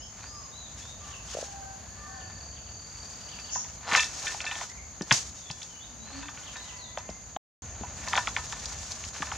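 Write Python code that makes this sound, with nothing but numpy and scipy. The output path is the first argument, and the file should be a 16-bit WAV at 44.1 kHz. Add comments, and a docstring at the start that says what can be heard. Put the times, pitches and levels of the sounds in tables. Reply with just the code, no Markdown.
"""Throughout: a cicada band, air noise and a far rumble. From 0 s birds whistle, chirp and call as shaped sine tones,
while a long bamboo pole pushed through a leafy crown scrapes (dense slips) and hisses in the leaves (fine ticks).
1.4 s: the pole creaks in dull pulses. 1.7-3.6 s: an insect trills; at 3.5 s a bird rasps in a noise burst.
3.4-9.3 s: knocks; each sends a click and a hollow tok down the pole, then a crack through the air.
7.37 s: the sound drops out for a quarter of a second; the rumble is stronger afterwards."""
import sys
import numpy as np
from scipy import signal
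from scipy.fft import rfft, irfft, next_fast_len
from scipy.io import wavfile

SR = 44100
rng = np.random.default_rng(int(sys.argv[2]) if len(sys.argv) > 2 else 0)


def int16_out(signal):
    """Quantize to a 16-bit WAV file."""
    q = np.round(np.clip(np.atleast_2d(signal).T, -1, 1) * 32767)
    wavfile.write(sys.argv[1], SR, q.astype(np.int16))


N = 413211  # samples
TIME_S = np.arange(N) / SR
BLOW_S = np.arange(SR // 8) / SR
CONTROL_S = np.arange(0, N / SR + .001, .001)

# far rumble: t/s, level/dB
RUMBLE_LEVEL = [(0, -51.5), (2.5, -49.5), (3.3, -52.5), (7.3, -51), (7.65, -43), (9.37, -46.5)]
# spectra, relative: f/Hz, level/dB
RUMBLE_SPECTRUM = [(20, -29), (38, -18), (57, 2), (90, -2), (130, -10.5), (210, -13.5), (350, -25),
                   (700, -18.5)]
AIR_SPECTRUM = [(120, 8), (220, 3.5), (350, -3), (500, -2.5), (800, 0), (1400, -4), (2000, -7.5),
                (3800, -11), (4700, -2), (5600, -12.5), (8000, -19.5), (11000, -25), (15500, -31.5)]
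CICADA_SPECTRUM = [(5400, -37), (5900, -7), (6250, 3), (6580, 5.5), (7000, 3), (7250, -3.5), (7600, -27.5),
                   (8500, -31)]
RASP_SPECTRUM = [(4600, -31), (5400, -4.5), (5800, -3), (6700, 1), (7100, -6.5), (7700, -35)]
LEAF_SPECTRUM = [(300, -13), (1000, -10), (2500, -8), (4200, -3.5), (5500, 0.5), (6700, 5), (7500, -4.5),
                 (8500, -12), (10000, -19), (12000, -27), (15500, -41)]
SCRAPE_SPECTRUM = [(100, -13), (350, -10.5), (700, 3.5), (1000, 5.5), (1700, 0), (2600, -10.5),
                   (3500, -4.5), (5000, -6.5), (9000, -49)]
CRACK_SPECTRUM = [(2500, -30.5), (3900, -5.5), (5000, -2), (6500, -2), (8000, -17.5), (11000, -30.5),
                  (13000, -46), (15500, -56)]
# cicada chorus: t/s, level/dB
CHORUS_LEVEL = [(0, -47.5), (2, -48), (3.2, -47), (5.8, -47.5), (7.3, -47.5), (7.65, -45), (9.37, -46.5)]
# trilling insect: t/s, f/Hz, level/dB
INSECT_TRILL = [(0, 4340, -90), (1.7, 4400, -71), (2.3, 4600, -53.5), (2.7, 4610, -54), (3.05, 4660, -53),
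                (3.54, 4640, -50), (3.62, 4630, -80.5), (5.3, 4670, -75), (9.37, 4600, -90)]
# songbird whistles: t/s, length/s, start f/Hz, middle f/Hz, end f/Hz, level/dB
WHISTLES = [(0, 0.049, 2870, 3080, 3270, -53.5), (0, 0.068, 5130, 5370, 5430, -51.5),
            (.212, .24, 4300, 5060, 5020, -52), (0.514, 0.17, 3580, 3987, 3390, -50.5),
            (0.793, 0.15, 3315, 3600, 3840, -54), (4.691, .03, 1860, 2010, 2150, -51),
            (4.768, 0.037, 2460, 2196, 2030, -52), (5.361, 0.19, 3840, 3480, 3410, -56.5),
            (5.68, 0.16, 3230, 2990, 3120, -59), (5.797, 0.059, 3280, 3580, 3830, -52.5),
            (5.98, .24, 3900, 4190, 4880, -53.5), (6.551, .09, 3730, 3860, 4350, -51),
            (6.76, 0.14, 4940, 3890, 3400, -50.5)]
# songbird chirps: t/s, level/dB
CHIRPS = [(.99, -59), (1.08, -50), (1.275, -52.5), (1.46, -61), (2.16, -59), (2.52, -57.5), (2.62, -61),
          (3.16, -62), (3.275, -51), (3.438, -53), (6.422, -49.5), (6.64, -51.5)]
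# course of one chirp: share of length/1, f/Hz, level/dB relative
CHIRP_SHAPE = [(0, 2750, -20), (.17, 3080, -1), (.33, 3700, -11), (.48, 4500, -12), (.66, 3200, -1),
               (.85, 2680, 0), (1, 2400, -14)]
# far bird's repeated falling call: t/s, level/dB
FALLING_CALLS = [(0.269, -55), (.98, -56), (1.96, -54)]
# larger far birds: t/s, length/s, start f/Hz, middle f/Hz, end f/Hz, level/dB, octave overtone/dB relative
CALLS = [(1.36, .44, 850, 780, 780, -51, -10), (1.8, .68, 1640, 1790, 1660, -59.5, -25),
         (2.05, .22, 770, 760, 720, -53.5, -4), (5.9, .2, 240, 220, 212, -53, -20),
         (6.12, .11, 285, 275, 305, -46.5, -22), (6.38, .82, 1055, 995, 1060, -58, 0)]
# early reflections off trunks and ground: left delay/s, right delay/s, level/dB
ECHOES = [(.017, .017, -17.5), (0.027, 0.02, -41.5), (0.075, 0.09, -35)]
# pushes of the pole through the crown: t/s, length/s, scrape/dB, leaf hiss/dB (both before a fixed source gain)
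PUSHES = [(0.189, 0.08, -48.5, -66), (0.773, 0.084, -54, -62.5), (1.045, 0.11, -51.5, -66.5),
          (1.29, 0.15, -49.5, -57.5), (1.943, .55, -57.5, -72.5), (2.562, .03, -56, -75),
          (2.96, 0.75, -55.5, -66), (3.926, 0.052, -25, -45), (4.03, 0.16, -49.5, -53),
          (4.221, 0.11, -43, -51), (4.457, 0.18, -42.5, -56.5), (5.125, 0.0098, -36, -40.5),
          (5.347, 0.34, -62, -64), (6.096, 0.175, -48.5, -66), (6.34, 0.42, -52.5, -65),
          (6.977, .13, -56, -76), (7.284, 0.044, -66, -75), (7.642, 0.42, -51, -70),
          (8.022, 0.37, -47.5, -56.5), (8.159, 0.021, -30, -51), (8.343, 0.72, -49.5, -56.5),
          (9.152, 0.23, -44, -57)]
# modes of the pole: f/Hz, peak gain/dB, t60/s
POLE_MODES = [(812, -12, .1), (971, 0, .14), (1020, -5, .08), (1262, -1, .16), (1467, -3, .1),
              (1598, -3, .1), (1775, 6, .2), (1817, 3, .16), (2390, -7, .1), (2612, 1, .18), (2653, 2, .18),
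              (3383, -2, .14), (3580, 1, .16), (3670, -4, .14), (3987, 2, .16)]
# slips of the bending pole: t/s, f/Hz, level/dB (energy of 10 ms)
CREAKS = [(1.350, 524, -35), (1.371, 610, -33), (1.388, 580, -35.5), (1.428, 577, -34.5)]
# jolts of the whole pole: t/s, f/Hz, level/dB (energy of 10 ms)
THUDS = [(3.927, 280, -37), (5.0099, 284, -30), (5.117, 127.5, -25), (5.503, 130, -38), (7.093, 190, -40.5),
         (7.363, 280, -44), (7.811, 180, -36), (9.204, 200, -38)]
# pole on branch: t/s, click/dB, click f/Hz, tok/dB, tok f/Hz, air crack/dB, ringing drive/dB relative
# (levels: energy of 10 ms)
KNOCKS = [(3.3877, -47, 2400, -54, 800, -46, 12), (3.553, -45, 1730, -34, 1016, -60, 7.5),
          (3.644, -51, 2000, -51, 990, -59, 7), (3.9218, -27, 1800, -36, 880, -44, -9),
          (3.950, -17.5, 1620, -27, 1100, -24.5, 3), (3.9715, -30, 2180, -55, 990, -37, 18),
          (3.995, -25.5, 2500, -55, 915, -29, 8), (4.032, -33, 2440, -48, 923, -32, 6),
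          (4.2687, -33, 2160, -63, 960, -36, 14.5), (4.3427, -46, 2100, -38, 873, -49, 9),
          (4.4041, -34.5, 2580, -49, 900, -38, 4), (4.4422, -39.5, 2190, -40.5, 918, -39, 4),
          (4.4653, -35.5, 2600, -58, 844, -44, 13), (4.5124, -34, 2290, -42, 914, -54, 11),
          (4.554, -40, 2400, -57, 1040, -58, 4), (4.6105, -41, 1800, -37, 950, -63, -11),
          (5.0096, -42, 1780, -42.5, 776, -36.5, 0), (5.1096, -19, 1750, -26, 861, -30, -1),
          (5.1138, -17, 1870, -28, 933, -19.5, -29), (5.501, -39.5, 2670, -42, 895, -36.5, 3),
          (5.6187, -44, 3000, -64, 915, -39.5, 11), (6.2263, -48, 2100, -52, 940, -62, 16),
          (6.2836, -43, 2100, -43, 1094, -49, 8), (6.374, -45.5, 2300, -61, 980, -55, 9.5),
          (6.557, -43.5, 2150, -48.5, 947, -44.5, 10), (6.9737, -40.5, 1855, -32, 807, -42.5, 2.5),
          (7.0898, -50, 2200, -38, 724, -46.5, 4), (7.363, -42, 2470, -31.5, 802, -56, -8),
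          (7.8329, -51.5, 1900, -39, 730, -54, 12.5), (8.074, -40, 2000, -39.5, 854, -34, 10.5),
          (8.132, -28, 2000, -25.5, 1002, -41, -19), (8.1542, -28.5, 1790, -48, 940, -32, -9),
          (8.1757, -25, 1960, -25.5, 1000, -39, -1), (8.2725, -29.5, 1850, -30.5, 1040, -39.5, 2),
          (8.3645, -26, 2220, -33.5, 988, -45, -8), (8.3814, -48, 1830, -41, 908, -49, 14),
          (8.5244, -37.5, 2050, -38.5, 998, -49, 2.5), (8.6458, -52, 2300, -57, 850, -33.5, -2),
          (8.9081, -56, 2200, -49, 914, -35, 5), (9.0395, -41.5, 2700, -52, 988, -41, -3),
          (9.161, -45.5, 1850, -46, 907, -58, -10), (9.2217, -32, 1710, -30.5, 1037, -50, -4),
          (9.316, -37, 1720, -34, 993, -48, 2)]
# dropout: start t/s, end t/s
DROPOUT = (7.371, 7.621)

CUTOFF_HZ = 15550
CHIRP_LENGTH_S = .075
FALL_LENGTH_S, FALL_START_HZ, FALL_MIDDLE_HZ, FALL_END_HZ = .24, 1225, 1150, 1000
# rasp slopes: time per 20 dB
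RASP_AT_S, RASP_LENGTH_S, RASP_DB, RASP_ATTACK_S, RASP_RELEASE_S = 3.53, 0.07, -33, 0.032, 0.12
# push slopes, time per 20 dB; longer pushes swell more slowly
PUSH_ATTACK_S, ATTACK_SHARE_OF_LENGTH = 0.052, 0.42
# scraping stops with the pole; leaves follow late and sway on
SCRAPE_RELEASE_S, LEAF_RELEASE_S, LEAF_LAG_S = 0.027, 0.14, .015
# between pushes the pole still leans in the foliage
REST_SCRAPE_DB, REST_LEAF_DB = -60, -76
# struck farther up the pole: higher tok, longer lag behind the click
NEAR_TOK_HZ, TOK_LAG_S_PER_OCTAVE = 800, 0.01173


def from_db(db):
    """Decibels to gain."""
    return 10 ** (np.asarray(db) / 20)


def rms_one(x):
    """Scale to rms 1."""
    return x / np.sqrt(np.mean(x ** 2) + 1e-20)


def in_time(rows):
    """Columns of a time curve, interpolated at every sample."""
    s, *columns = np.transpose(rows)
    return [np.interp(TIME_S, s, column) for column in columns]


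def band(x, low_hz, high_hz, order=2):
    """Causal Butterworth band-pass."""
    edges_hz = [low_hz, min(high_hz, SR / 2 - 100)]
    return signal.sosfilt(signal.butter(order, edges_hz, "band", fs=SR, output="sos"), x + 1e-18)


def coloured(x, spectrum):
    """Impose a smooth spectrum, 20 dB/octave beyond its ends; rms 1."""
    hz, db = np.transpose(spectrum)
    size = next_fast_len(x.shape[-1], True)
    f_hz = np.maximum(np.fft.rfftfreq(size, 1 / SR), 1)
    skirts_db = -20 * np.abs(np.log2(f_hz / np.clip(f_hz, hz[0], hz[-1])))
    gain = from_db(np.interp(np.log(f_hz), np.log(hz), db) + skirts_db)
    return rms_one(irfft(rfft(x, size) * gain, size)[..., :x.shape[-1]])


def drift(knots_per_s):
    """Random curve: normal knots of spread 1 joined by lines."""
    knots = rng.standard_normal(8192)
    return np.interp(TIME_S * knots_per_s, np.arange(len(knots)), knots)


def spread(pair, side_db):
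    """Two unrelated signals as middle and side of a stereo sound; rms 1."""
    return rms_one(pair[0] + from_db(side_db) * pair[1] * np.array([[1], [-1]]))


def noise(spectrum, side_db):
    """Steady coloured stereo noise; rms 1."""
    return coloured(spread(rng.standard_normal((2, N)), side_db), spectrum)


def grains(per_s, size_db):
    """Two trains of random clicks of uneven size and either sign; rms 1."""
    sizes = from_db(size_db * np.minimum(rng.exponential(1, (2, N)), 4))
    signs = rng.choice([-1, 1], (2, N))
    return rms_one(sizes * signs * (rng.random((2, N)) < per_s / SR))


def add(track, s, sound):
    """Mix a sound into a track at a time."""
    at = max(int(s * SR), 0)
    track[..., at:at + sound.shape[-1]] += sound[..., :N - at]


def swell(start_s, length_s, attack_s, release_s):
    """Attack, hold, release in dB below the top; slopes in time per 20 dB."""
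    early_s = np.maximum(start_s - CONTROL_S, 0)
    late_s = np.maximum(CONTROL_S - start_s - length_s, 0)
    return -20 * (early_s / attack_s + late_s / release_s)


def grove(x, t60_s):
    """Trunks and foliage scatter a diffuse tail, different at each ear."""
    t = TIME_S[:SR]
    decay = from_db(-60 * t / t60_s) * (1 - np.exp(-t / 0.0013))
    tail = band(rng.standard_normal((2, SR)), 200, 7800, order=1) * decay
    return signal.fftconvolve(np.atleast_2d(x), rms_one(tail) / np.sqrt(SR), axes=1)[:, :N]


def echoes(x):
    """Trunks and ground return a few distinct early reflections."""
    out = np.zeros((2, N))
    for left_s, right_s, db in ECHOES:
        add(out[0], left_s, from_db(db) * x[0])
        add(out[1], right_s, from_db(db) * x[1])
    return out


def far_rumble():
    """Low noise, level wandering about a slow course."""
    steady = noise(RUMBLE_SPECTRUM, side_db=-16)
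    return steady * from_db(in_time(RUMBLE_LEVEL)[0] + 1.7 * drift(8.0))


def air_noise():
    """Broad noise with a slightly wandering level."""
    return noise(AIR_SPECTRUM, side_db=-4.5) * from_db(-53.0 + 1.5 * drift(3.1))


def cicada_chorus():
    """Many cicadas blur into one noise band."""
    return noise(CICADA_SPECTRUM, side_db=-1.5) * from_db(in_time(CHORUS_LEVEL)[0] + .5 * drift(25))


def insect_trill(pulses_hz=38.6):
    """A tone in even pulses, each falling in pitch, plus its scattered tail."""
    hz, db = in_time(INSECT_TRILL)
    beat = 2 * np.pi * pulses_hz * TIME_S
    pulse_hz = hz * (1 - .025 * np.sin(beat) + .014 * drift(900))
    tone = np.sin(2 * np.pi * np.cumsum(pulse_hz) / SR)
    trill = from_db(db + 1.5 * drift(23)) * rms_one(tone * (1 + np.cos(beat)) ** 2.0)
    return from_db(-1.5) * trill + from_db(-8.0) * grove(trill, t60_s=0.26)


def bird_rasp():
    """A short harsh noise burst with a fast flickering level."""
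    course_db = swell(RASP_AT_S, RASP_LENGTH_S, RASP_ATTACK_S, RASP_RELEASE_S)
    level_db = RASP_DB + np.interp(TIME_S, CONTROL_S, course_db)
    return noise(RASP_SPECTRUM, side_db=2.5) * from_db(level_db + 2 * drift(230))


def note(length_s, start_hz, middle_hz, end_hz, overtone_db, waver, flutter_db=2):
    """A bird's note bends through three pitches: long ones in an arch, short ones with a sharp turn."""
    u = np.linspace(0, 1, int(length_s * SR))
    turns = [0, .5, 1], [start_hz, middle_hz, end_hz]
    hz = np.interp(u, *turns) if length_s < .1 else np.polyval(np.polyfit(*turns, 2), u)
    knots = rng.standard_normal((2, 256))
    quiver, flutter = [np.interp(u * length_s * 120, np.arange(256), row) for row in knots]
    phase = 2 * np.pi * np.cumsum(hz * (1 + waver * quiver)) / SR
    envelope = np.sqrt(np.abs(np.sin(np.pi * u))) * from_db(flutter_db * flutter)
    return rms_one(envelope * (np.sin(phase) + from_db(overtone_db) * np.sin(2 * phase)))


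def chirp(length_s):
    """The pitch shoots up and falls back, varying each time; the low flanks are loudest."""
    share, hz, db = np.transpose(CHIRP_SHAPE)
    hz_change, db_change = rng.standard_normal((2, len(share))) * [[.02], [2.5]]
    u = np.linspace(0, 1, int(length_s * SR))
    phase = 2 * np.pi * np.cumsum(np.interp(u, share, hz * (1 + hz_change))) / SR
    return rms_one(from_db(np.interp(u, share, db + db_change)) * np.sin(phase))


def birds():
    """A songbird in the trees and larger birds farther away, direct and scattered."""
    song = np.zeros(N)
    for s, length_s, *pitches_hz, db in WHISTLES:
        add(song, s, from_db(db) * note(length_s, *pitches_hz, overtone_db=-30.0, waver=.013))
    for s, db in CHIRPS:
        add(song, s, from_db(db) * chirp(CHIRP_LENGTH_S))
    for s, db in FALLING_CALLS:
        call = note(FALL_LENGTH_S, FALL_START_HZ, FALL_MIDDLE_HZ, FALL_END_HZ, overtone_db=-25, waver=0.022)
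        add(song, s, from_db(db) * call)
    for s, length_s, *pitches_hz, db, overtone_db in CALLS:
        add(song, s, from_db(db) * note(length_s, *pitches_hz, overtone_db=overtone_db, waver=0.0154))
    return from_db(-3.5) * song + from_db(-3.5) * grove(song, t60_s=.5)


def pushing():
    """Scrape and leaf-hiss levels in dB: each push raises both from rest."""
    scrape_db, hiss_db = REST_SCRAPE_DB, REST_LEAF_DB
    for s, length_s, bark_db, leaf_db in PUSHES:
        attack_s = PUSH_ATTACK_S + ATTACK_SHARE_OF_LENGTH * length_s
        bark_course_db = bark_db + swell(s, length_s, attack_s, SCRAPE_RELEASE_S)
        leaf_course_db = leaf_db + swell(s + LEAF_LAG_S, length_s, attack_s, LEAF_RELEASE_S)
        scrape_db = np.maximum(scrape_db, bark_course_db)
        hiss_db = np.maximum(hiss_db, leaf_course_db)
    return np.interp(TIME_S, CONTROL_S, scrape_db), np.interp(TIME_S, CONTROL_S, hiss_db)


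def leaves(hiss_db, body_db=14):
    """Leaflets and dry pods brush each other in clumps of fine ticks."""
    ticks = spread(grains(per_s=7000, size_db=0.5), side_db=-5.5) * from_db(2.87 * drift(70))
    return coloured(ticks, LEAF_SPECTRUM) * from_db(hiss_db + body_db)


def down_the_pole(x, slow_hz=900, width_hz=480, count=2):
    """Dispersive tube as all-passes: waves near cut-off come late, so a click becomes a falling chirp."""
    r = np.exp(-np.pi * width_hz / SR)
    a = [1, -2 * r * np.cos(2 * np.pi * slow_hz / SR), r * r]
    return signal.sosfilt([a[::-1] + a] * count, x + 1e-18)


def pole_ring(x):
    """Modes of the pole: two-pole resonators of alternating sign, gain set at the peak."""
    out = 0
    for k, (hz, db, t60_s) in enumerate(POLE_MODES):
        r = from_db(-60 / (t60_s * SR))
        b = np.array([1, 0, -1]) * (1 - r * r) / 2
        a = [1, -2 * r * np.cos(2 * np.pi * hz / SR), r * r]
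        out = out + (-1) ** k * from_db(db) * signal.lfilter(b, a, x + 1e-18)
    return out


def twig_taps(scrape_db, tap_db=-7, low_hz=1300, high_hz=2800, ring_db=5):
    """Twigs flick the pole at random, as hard as it is being pushed."""
    flicks = rms_one(band(grains(per_s=110, size_db=1.8)[0], low_hz, high_hz))
    taps = down_the_pole(flicks * from_db(scrape_db + tap_db))
    return taps + from_db(ring_db) * pole_ring(taps)


def scraping(scrape_db, rub_db=-3.0, ring_db=9):
    """Bark catches on the pole in dense little slips; harder scraping drives the modes more strongly."""
    slips = spread(grains(per_s=900, size_db=2.4), side_db=-34) * from_db(3.1 * drift(110))
    rub = coloured(slips, SCRAPE_SPECTRUM) * from_db(scrape_db + rub_db)
    pressure_db = np.clip(.6 * (scrape_db + 32), -15, 0)
    return rub + from_db(ring_db) * pole_ring(rub * from_db(pressure_db))


def blow(sound, db):
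    """Give a short sound the energy of 10 ms at this level."""
    energy = np.mean(np.sum(sound ** 2, axis=-1))
    return sound * from_db(db) * np.sqrt(SR / 100 / energy)


def creaks(decay_s=0.001, ring_db=-2):
    """Each slip of the bending pole is a dull pulse of a few cycles, which rings the modes."""
    out = np.zeros(N)
    for s, hz, db in CREAKS:
        pulse = np.sin(2 * np.pi * hz * BLOW_S) * BLOW_S ** 2 * np.exp(-BLOW_S / decay_s)
        add(out, s - .001, blow(pulse, db))
    return out + from_db(ring_db) * pole_ring(out)


def contact(grit, decay_s):
    """One sharp touch and a brief gritty slide."""
    slide = grit * rng.standard_normal(len(BLOW_S)) * np.exp(-BLOW_S / decay_s)
    return slide + (BLOW_S == 0)


def pole_click(touch, db, hz, wall_hz=3200, wall_db=1.0, wall_spread_octaves=0.18):
    """Band-passed touch plus a brief resonance of the tube wall, its pitch varied at random per knock."""
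    ring_hz = wall_hz * 2 ** (wall_spread_octaves * rng.uniform(-1.1, 1))
    wall = from_db(wall_db) * band(touch, ring_hz / 1.06, ring_hz * 1.06, order=1)
    tick = band(band(touch, hz / 1.18, hz * 1.43, order=1), 1100, 3960, order=6)
    return down_the_pole(blow(tick + band(wall, 2200, 4060), db))


def air_crack(db, split_s=0.00023, crack_s=0.0029, splinter_s=.034, splinter_db=-19):
    """Noise burst with a sharp onset, a fast decay and a weak slower one."""
    pair = rng.standard_normal((2, len(BLOW_S)))
    fibres = coloured(spread(pair, side_db=-7.5), CRACK_SPECTRUM) * (1 - np.exp(-BLOW_S / split_s))
    decay = np.exp(-BLOW_S / crack_s) + from_db(splinter_db) * np.exp(-BLOW_S / splinter_s)
    return blow(fibres * decay, db)


def knocks(air_delay_s=.0105):
    """Click, tok and thud come down the pole; the crack from its tip comes later through the air."""
    pole, drive, air = np.zeros(N), np.zeros(N), np.zeros((2, N))
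    for s, click_db, click_hz, tok_db, tok_hz, crack_db, ring_db in KNOCKS:
        touch = contact(grit=.1, decay_s=.003)
        click = pole_click(touch, click_db, click_hz)
        tok = down_the_pole(blow(band(touch, tok_hz / 1.3, tok_hz * 1.23), tok_db))
        tok_lag_s = TOK_LAG_S_PER_OCTAVE * max(np.log2(tok_hz / NEAR_TOK_HZ), 0)
        add(pole, s, click)
        add(pole, s + tok_lag_s, tok)
        # bouncing free, the pole rings more; pressed, less
        add(drive, s, from_db(ring_db) * (click + tok))
        add(air, s + air_delay_s, air_crack(crack_db))
    for s, hz, db in THUDS:
        add(pole, s, blow(band(contact(grit=0.061, decay_s=0.011), hz / 1.8, hz * 1.38), db))
    return pole + pole_ring(drive) + air


def scene():
    """Pole and leaves in front, wildlife and far rumble all round."""
    background = far_rumble() + air_noise()
    wildlife = cicada_chorus() + insect_trill() + bird_rasp() + birds()
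    scrape_db, hiss_db = pushing()
    work = leaves(hiss_db) + twig_taps(scrape_db) + scraping(scrape_db) + creaks() + knocks()
    near = work + echoes(work) + from_db(-20.5) * grove(work, t60_s=0.21)
    return (background + wildlife + near) * from_db([[.3], [-.3]])  # left, right trim


def record(dry):
    """The sound drops out briefly; a steep low-pass cuts the top."""
    live = (TIME_S < DROPOUT[0]) | (TIME_S > DROPOUT[1])
    return signal.sosfilt(signal.ellip(10, .1, 80, CUTOFF_HZ, fs=SR, output="sos"), dry * live)


dry = scene()
out = record(dry)
int16_out(out)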